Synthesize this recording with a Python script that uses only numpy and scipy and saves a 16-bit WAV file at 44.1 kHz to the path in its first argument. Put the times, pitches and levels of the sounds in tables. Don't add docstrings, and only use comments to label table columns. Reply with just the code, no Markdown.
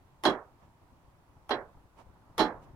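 import sys
import numpy as np
from scipy import signal
from scipy.fft import rfft, irfft
from scipy.io import wavfile
from scipy.ndimage import uniform_filter1d

SR = 44100
rng = np.random.default_rng(int(sys.argv[2]) if len(sys.argv) > 2 else 0)


def dump(signal):
    limited = np.clip(np.atleast_2d(signal).T, -1, 1)
    pcm = np.round(limited * 32767).astype(np.int16)
    wavfile.write(sys.argv[1], SR, pcm)


def voltage_ratio(level):
    return 10 ** (np.asarray(level, float) / 20)


N = 121275
CONTACT_SAMPLES = 16384

# pitch_hz, entry_db and exit_db (relative, by pallet struck), t60_s (before steepening)
FRAME_MODES = [(236, -10, -11, 0.29), (291.2, -9, -10, 0.26), (331.3, -1.5, -22, .22), (382.7, 0, -2, 0.27),
               (473, -11.5, -4, 0.21), (616.5, -4, -9, 0.2), (706, -5.5, -14, 0.14), (740.3, -3.5, 0, 0.19),
               (857.7, 3.5, -10, 0.21), (1067, 3, 3, .11), (1140, -13, -19, .15), (1264, -19, -26, 0.1),
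               (1508, -42, -27, .17), (1627, -15, -8, 0.25), (3265, -8, -12.5, .22), (3313, -12, -26, 0.33),
               (4046, -10.5, -6, 0.28), (4350, -11.5, -21, 0.32), (5370, -17, -27, 0.29)]
# band_hz, rise_s, t60_s (before steepening), steepening (dB per s squared)
RING_DECAY = [(121.2, .03, .25, 899), (260, 0.0083, 0.39, 496), (500, .006, .42, 77),
              (1000, .002, 0.43, 59.5), (1700, 0.0044, 0.31, 81), (2259, .0015, .38, 302.5),
              (3000, .001, .34, 1250), (4500, .001, .33, 1400), (7950, 0.00077, 0.33, 901),
              (14000, .0005, .22, 699.5)]
# band_hz, left_minus_right_db
BEAT_BALANCE = [(80, -7), (300, -6.5), (520, -5), (720, -9), (1200, -4.5), (2600, -10), (3500, -16),
                (4600, -7), (6000, -3.5), (13000, -1)]
# band_hz, likeness (-1 to 1)
BEAT_LIKENESS = [(70, -0.31), (130, 1), (720, 1), (950, 1), (1250, .68), (1600, -0.0057), (2100, 0.4),
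                 (2700, -0.8), (4000, 0.32), (13000, -.1)]


def evened(x):
    return x / np.sqrt(np.mean(x ** 2) + 1e-20)


def read(points, hz, axis=1):
    rows = np.array(points, float)
    return np.interp(np.log(hz + 1), np.log(rows[:, 0] + 1), rows[:, axis])


def add(mix, s, sound):
    part = mix[:, round(s * SR):][:, :sound.shape[1]]
    part += sound[:, :part.shape[1]]


def ports(a, b, hz, balance, same):
    likeness = np.clip(read(same, hz), -1, 1)
    half = voltage_ratio(read(balance, hz) / 2)
    left = a * half
    right = (likeness * a + np.sqrt(1 - likeness ** 2) * b) / half
    return np.array([left, right])


def air(db_field, balance):
    # band_hz, likeness (-1 to 1)
    likeness = [(70, .8), (300, .78), (950, 0.47), (1250, .45), (1600, 0.00098), (2100, -.12), (4000, -.04)]
    hop = 256
    frames = N // hop + 5
    hz = np.fft.rfftfreq(1024, 1 / SR)[:, None]
    a, b, c, d, drift = rng.standard_normal((frames, 513, 5)).T
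    spectra = ports(a + 1j * b, c + 1j * d, hz, balance, likeness)
    spectra = spectra * voltage_ratio(db_field(hz, np.arange(frames) * hop / SR, drift))
    return signal.istft(spectra, nperseg=1024, noverlap=768)[1][:, :N]


def hush():
    # (relative, per Hz)
    spectrum = [(12, -33), (22, -8), (127, -7), (200, -16.5), (300, -14), (450, -21), (950, -15.5),
                (1250, -21.5), (1600, -25.5), (2500, -26), (4000, -26), (8000, -33.5), (14700, -38),
                (16000, -40)]
    # time_s, swell_db (scaled by the share of each band)
    swell_curve = [(0, 2.5), (.6, 2.5), (1.3, 2.5), (1.75, 4.5), (1.9, 1), (2.15, 3.5), (2.27, 4), (2.4, 5),
                   (2.55, 6.5), (2.68, 8.5), (2.75, 3.5)]
    # band_hz, share (0 to 1)
    swell_share = [(60, 0.9), (300, 1), (1200, 1), (3000, .2), (8000, .05)]
    # band_hz, left_minus_right_db
    balance = [(70, 4.5), (150, -1), (600, 0), (1600, -4), (2700, -2), (13000, 0)]
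    level_db, patch_db, lump_db, rumble_hz = -55.5, 0.5, 3, 150

    def field(hz, t, drift):
        patches = uniform_filter1d(drift, size=10, axis=0)
        patches = evened(uniform_filter1d(patches, size=12, axis=1))
        lumps = evened(uniform_filter1d(drift[0], size=8))
        lumps_db = lump_db * lumps / (1 + (hz / rumble_hz) ** 2)
        swell_db = np.interp(t, *np.transpose(swell_curve)) * read(swell_share, hz)
        return read(spectrum, hz) + swell_db + patch_db * patches + lumps_db

    return voltage_ratio(level_db) * evened(air(field, balance))


def low_knock(hz, knock_db):
    return knock_db / (1 + (hz / 350) ** 4)


def chatter():
    taps_per_s, depth_db, tap_decay_s = 300, 2.2, 0.002
    struck = rng.random(CONTACT_SAMPLES) < taps_per_s / SR
    taps = struck * rng.exponential(1, CONTACT_SAMPLES)
    rattle = signal.lfilter([1], [1, -np.exp(-1 / (tap_decay_s * SR))], taps)
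    rattle = evened(uniform_filter1d(rattle - rattle.mean(), size=30))
    return depth_db * np.clip(rattle, -2, 2)


def dense_ring(tone, balance, knock_db, steep):
    crack_db, crack_s = 14, 0.0039
    chatter_hz = 1500
    t = np.arange(CONTACT_SAMPLES) / SR
    hz = np.fft.rfftfreq(CONTACT_SAMPLES, 1 / SR)
    a, b = rfft(rng.standard_normal((2, CONTACT_SAMPLES)))
    spectra = ports(a, b, hz, balance, BEAT_LIKENESS) * voltage_ratio(read(tone, hz))
    spectra /= np.sqrt(np.mean(irfft(spectra.mean(0)) ** 2))
    spectra *= voltage_ratio(low_knock(hz, knock_db))
    wobble_db = chatter()
    mids = np.geomspace(90, 16000, 16)
    out = np.zeros((2, CONTACT_SAMPLES))
    for k, mid in enumerate(mids):
        band = np.interp(np.log(hz + 1), np.log(mids), np.arange(len(mids)) == k)
        rise, t60, bend = (read(RING_DECAY, mid, axis=j) for j in range(1, 4))
        fade_db = -60 * t / t60 - steep * bend * t ** 2 + crack_db * np.exp(-t / crack_s)
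        fade_db += wobble_db / (1 + (chatter_hz / mid) ** 2)
        out += irfft(spectra * band) * (1 - np.exp(-t / rise)) * voltage_ratio(fade_db)
    return out


def frame_ring(modes_db, balance, knock_db, steep):
    t = np.arange(CONTACT_SAMPLES) / SR
    pitch, t60 = np.array(FRAME_MODES)[:, [0, -1]].T[:, :, None]
    side, shift = rng.random((2, len(pitch), 1))
    a = np.sign(side - 0.3) * np.sin(2 * np.pi * pitch * t)
    b = np.sin(2 * np.pi * (pitch * t + shift))
    start_db = modes_db[:, None] + low_knock(pitch, knock_db)
    fade_db = start_db - 60 * t / t60 - steep * read(RING_DECAY, pitch, axis=3) * t ** 2
    rising = 1 - np.exp(-t / read(RING_DECAY, pitch))
    modes = ports(a, b, pitch, balance, BEAT_LIKENESS) * voltage_ratio(fade_db) * rising
    return modes.sum(1)


def contact(tone, modes_db, balance, knock_db=0, steep=1):
    return dense_ring(tone, balance, knock_db, steep) + frame_ring(modes_db, balance, knock_db, steep)


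def slips():
    # start_s, level_db
    ticks = [(0.2364, -33), (1.4919, -40), (2.3792, -32.5)]
    # (relative, per Hz)
    tone = [(59, -62.5), (100, -31), (255, -12), (400, -5), (1100, -4), (2000, -14), (2800, -18),
            (3320, -12.5), (4200, -26.5), (5420, -19), (8110, -33.5), (10700, -26.5), (13000, -35),
            (16000, -50.5)]
    # band_hz, left_minus_right_db
    balance = [(200, -5.5), (550, -1.5), (900, -2.5), (1600, -5), (2600, 1.5), (6000, 6), (13000, 6)]
    out = np.zeros((2, N))
    modes_db = np.array(FRAME_MODES)[:, 1] - 3
    for s, db in ticks:
        add(out, s, voltage_ratio(db) * contact(tone, modes_db, balance))
    return out


def entry_blows():
    # start_s, level_db, knock_db (extra weight of the low knock)
    blows = [(0.2517, -23, -3), (0.2580, -26, 1.5), (2.3920, -26, -1), (2.4013, -24, 1)]
    # (relative, per Hz)
    tone = [(59, -33), (100, -10), (300, -5.5), (550, -11), (850, -12), (1100, -12.5), (1650, -13.5),
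            (2500, -29.5), (3300, -24.5), (4200, -28), (5400, -31.5), (7000, -37), (8280, -46),
            (10900, -40.5), (16000, -67.5)]
    out = np.zeros((2, N))
    modes_db = np.array(FRAME_MODES)[:, 1] - 2.5
    for s, db, knock_db in blows:
        add(out, s, voltage_ratio(db) * contact(tone, modes_db, BEAT_BALANCE, knock_db))
    return out


def stand():
    # start_s, level_db, pitch_hz
    thumps = [(0.255, -52.5, 35), (2.01, -57.5, 40.2), (2.40, -47, 35)]
    rise_s = 0.032
    out = np.zeros((2, N))
    t = np.arange(SR // 4) / SR
    swell = (t / rise_s) ** 2 * np.exp(2 - 2 * t / rise_s)
    for s, db, hz in thumps:
        swing = swell * np.sin(2 * np.pi * hz * t)
        add(out, s, voltage_ratio(db) * swing * np.ones((2, 1)))
    return out


def rustles():
    # middle_s, width_s (standard deviation), level_db, low_db (weight below the corner)
    swells = [(0.63, .025, -66.5, 10), (1.998, 0.0215, -55.5, 5.5), (2.638, .013, -57, -19.5)]
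    # band_hz, density_db (relative)
    tone = [(200, -9.5), (900, 1), (1500, -12), (3000, -7.5), (6000, -11), (11000, -22.5), (15000, -31)]
    # band_hz, left_minus_right_db
    balance = [(100, -1), (500, -8.5), (3000, -7), (5000, -2), (13000, -3.5)]
    corner_hz = 2000
    t, out = np.arange(N) / SR, np.zeros((2, N))
    wide = evened(air(lambda hz, t, drift: read(tone, hz) + 0 * drift, balance))
    low = signal.sosfiltfilt(signal.butter(2, corner_hz, fs=SR, output="sos"), wide)
    for s, width, db, low_db in swells:
        swell = np.exp(-0.5 * ((t - s) / width) ** 2)
        out += voltage_ratio(db) * swell * (wide - low + voltage_ratio(low_db) * low)
    return out


def exit_blows():
    # start_s, level_db
    blows = [(1.5072, -28), (1.5144, -33)]
    # (relative, per Hz)
    tone = [(59, -55), (130, -23.5), (250, -8.5), (373, -1.5), (750, -6.5), (1170, -13), (1610, -8),
            (2370, -23.5), (3300, -23.5), (4110, -27), (5600, -28), (6300, -48.5), (8000, -46),
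            (10900, -54.5), (13000, -76), (16000, -89)]
    out = np.zeros((2, N))
    modes_db = np.array(FRAME_MODES)[:, 2] - 2.5
    for s, db in blows:
        add(out, s, voltage_ratio(db) * contact(tone, modes_db, BEAT_BALANCE, steep=1.9))
    return out


def suppress(x):
    # band_hz, depth_db, open_db (span above the opening threshold to full opening)
    bands = [(101, 4, 6.5), (517, 4.5, 7), (1450, 5.5, 10.5), (2570, 10, 24), (4000, 14.5, 36.5),
             (12000, 9, 26.5)]
    open_from_db = -0.5
    hz, t, z = signal.stft(x, SR, nperseg=256, noverlap=192)
    power = uniform_filter1d((abs(z) ** 2).mean(0), size=9, axis=0)
    power = uniform_filter1d(power, size=9, axis=1)
    level_db = 10 * np.log10(abs(power) + 1e-20)
    over_db = level_db - np.median(level_db, axis=1, keepdims=True)
    shut = np.clip(1 - (over_db - open_from_db) / read(bands, hz, axis=2)[:, None], 0, 1)
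    gain = voltage_ratio(-read(bands, hz)[:, None] * shut)
    return signal.istft(z * gain, SR, nperseg=256, noverlap=192)[1][:, :N]


def scene():
    return hush() + slips() + entry_blows() + stand() + rustles() + exit_blows()


def roll_off(x):
    return signal.sosfilt(signal.butter(12, 16430, fs=SR, output="sos"), x)


def record(dry):
    mix = suppress(dry)
    return roll_off(mix)


dry = scene()
out = record(dry)
dump(out)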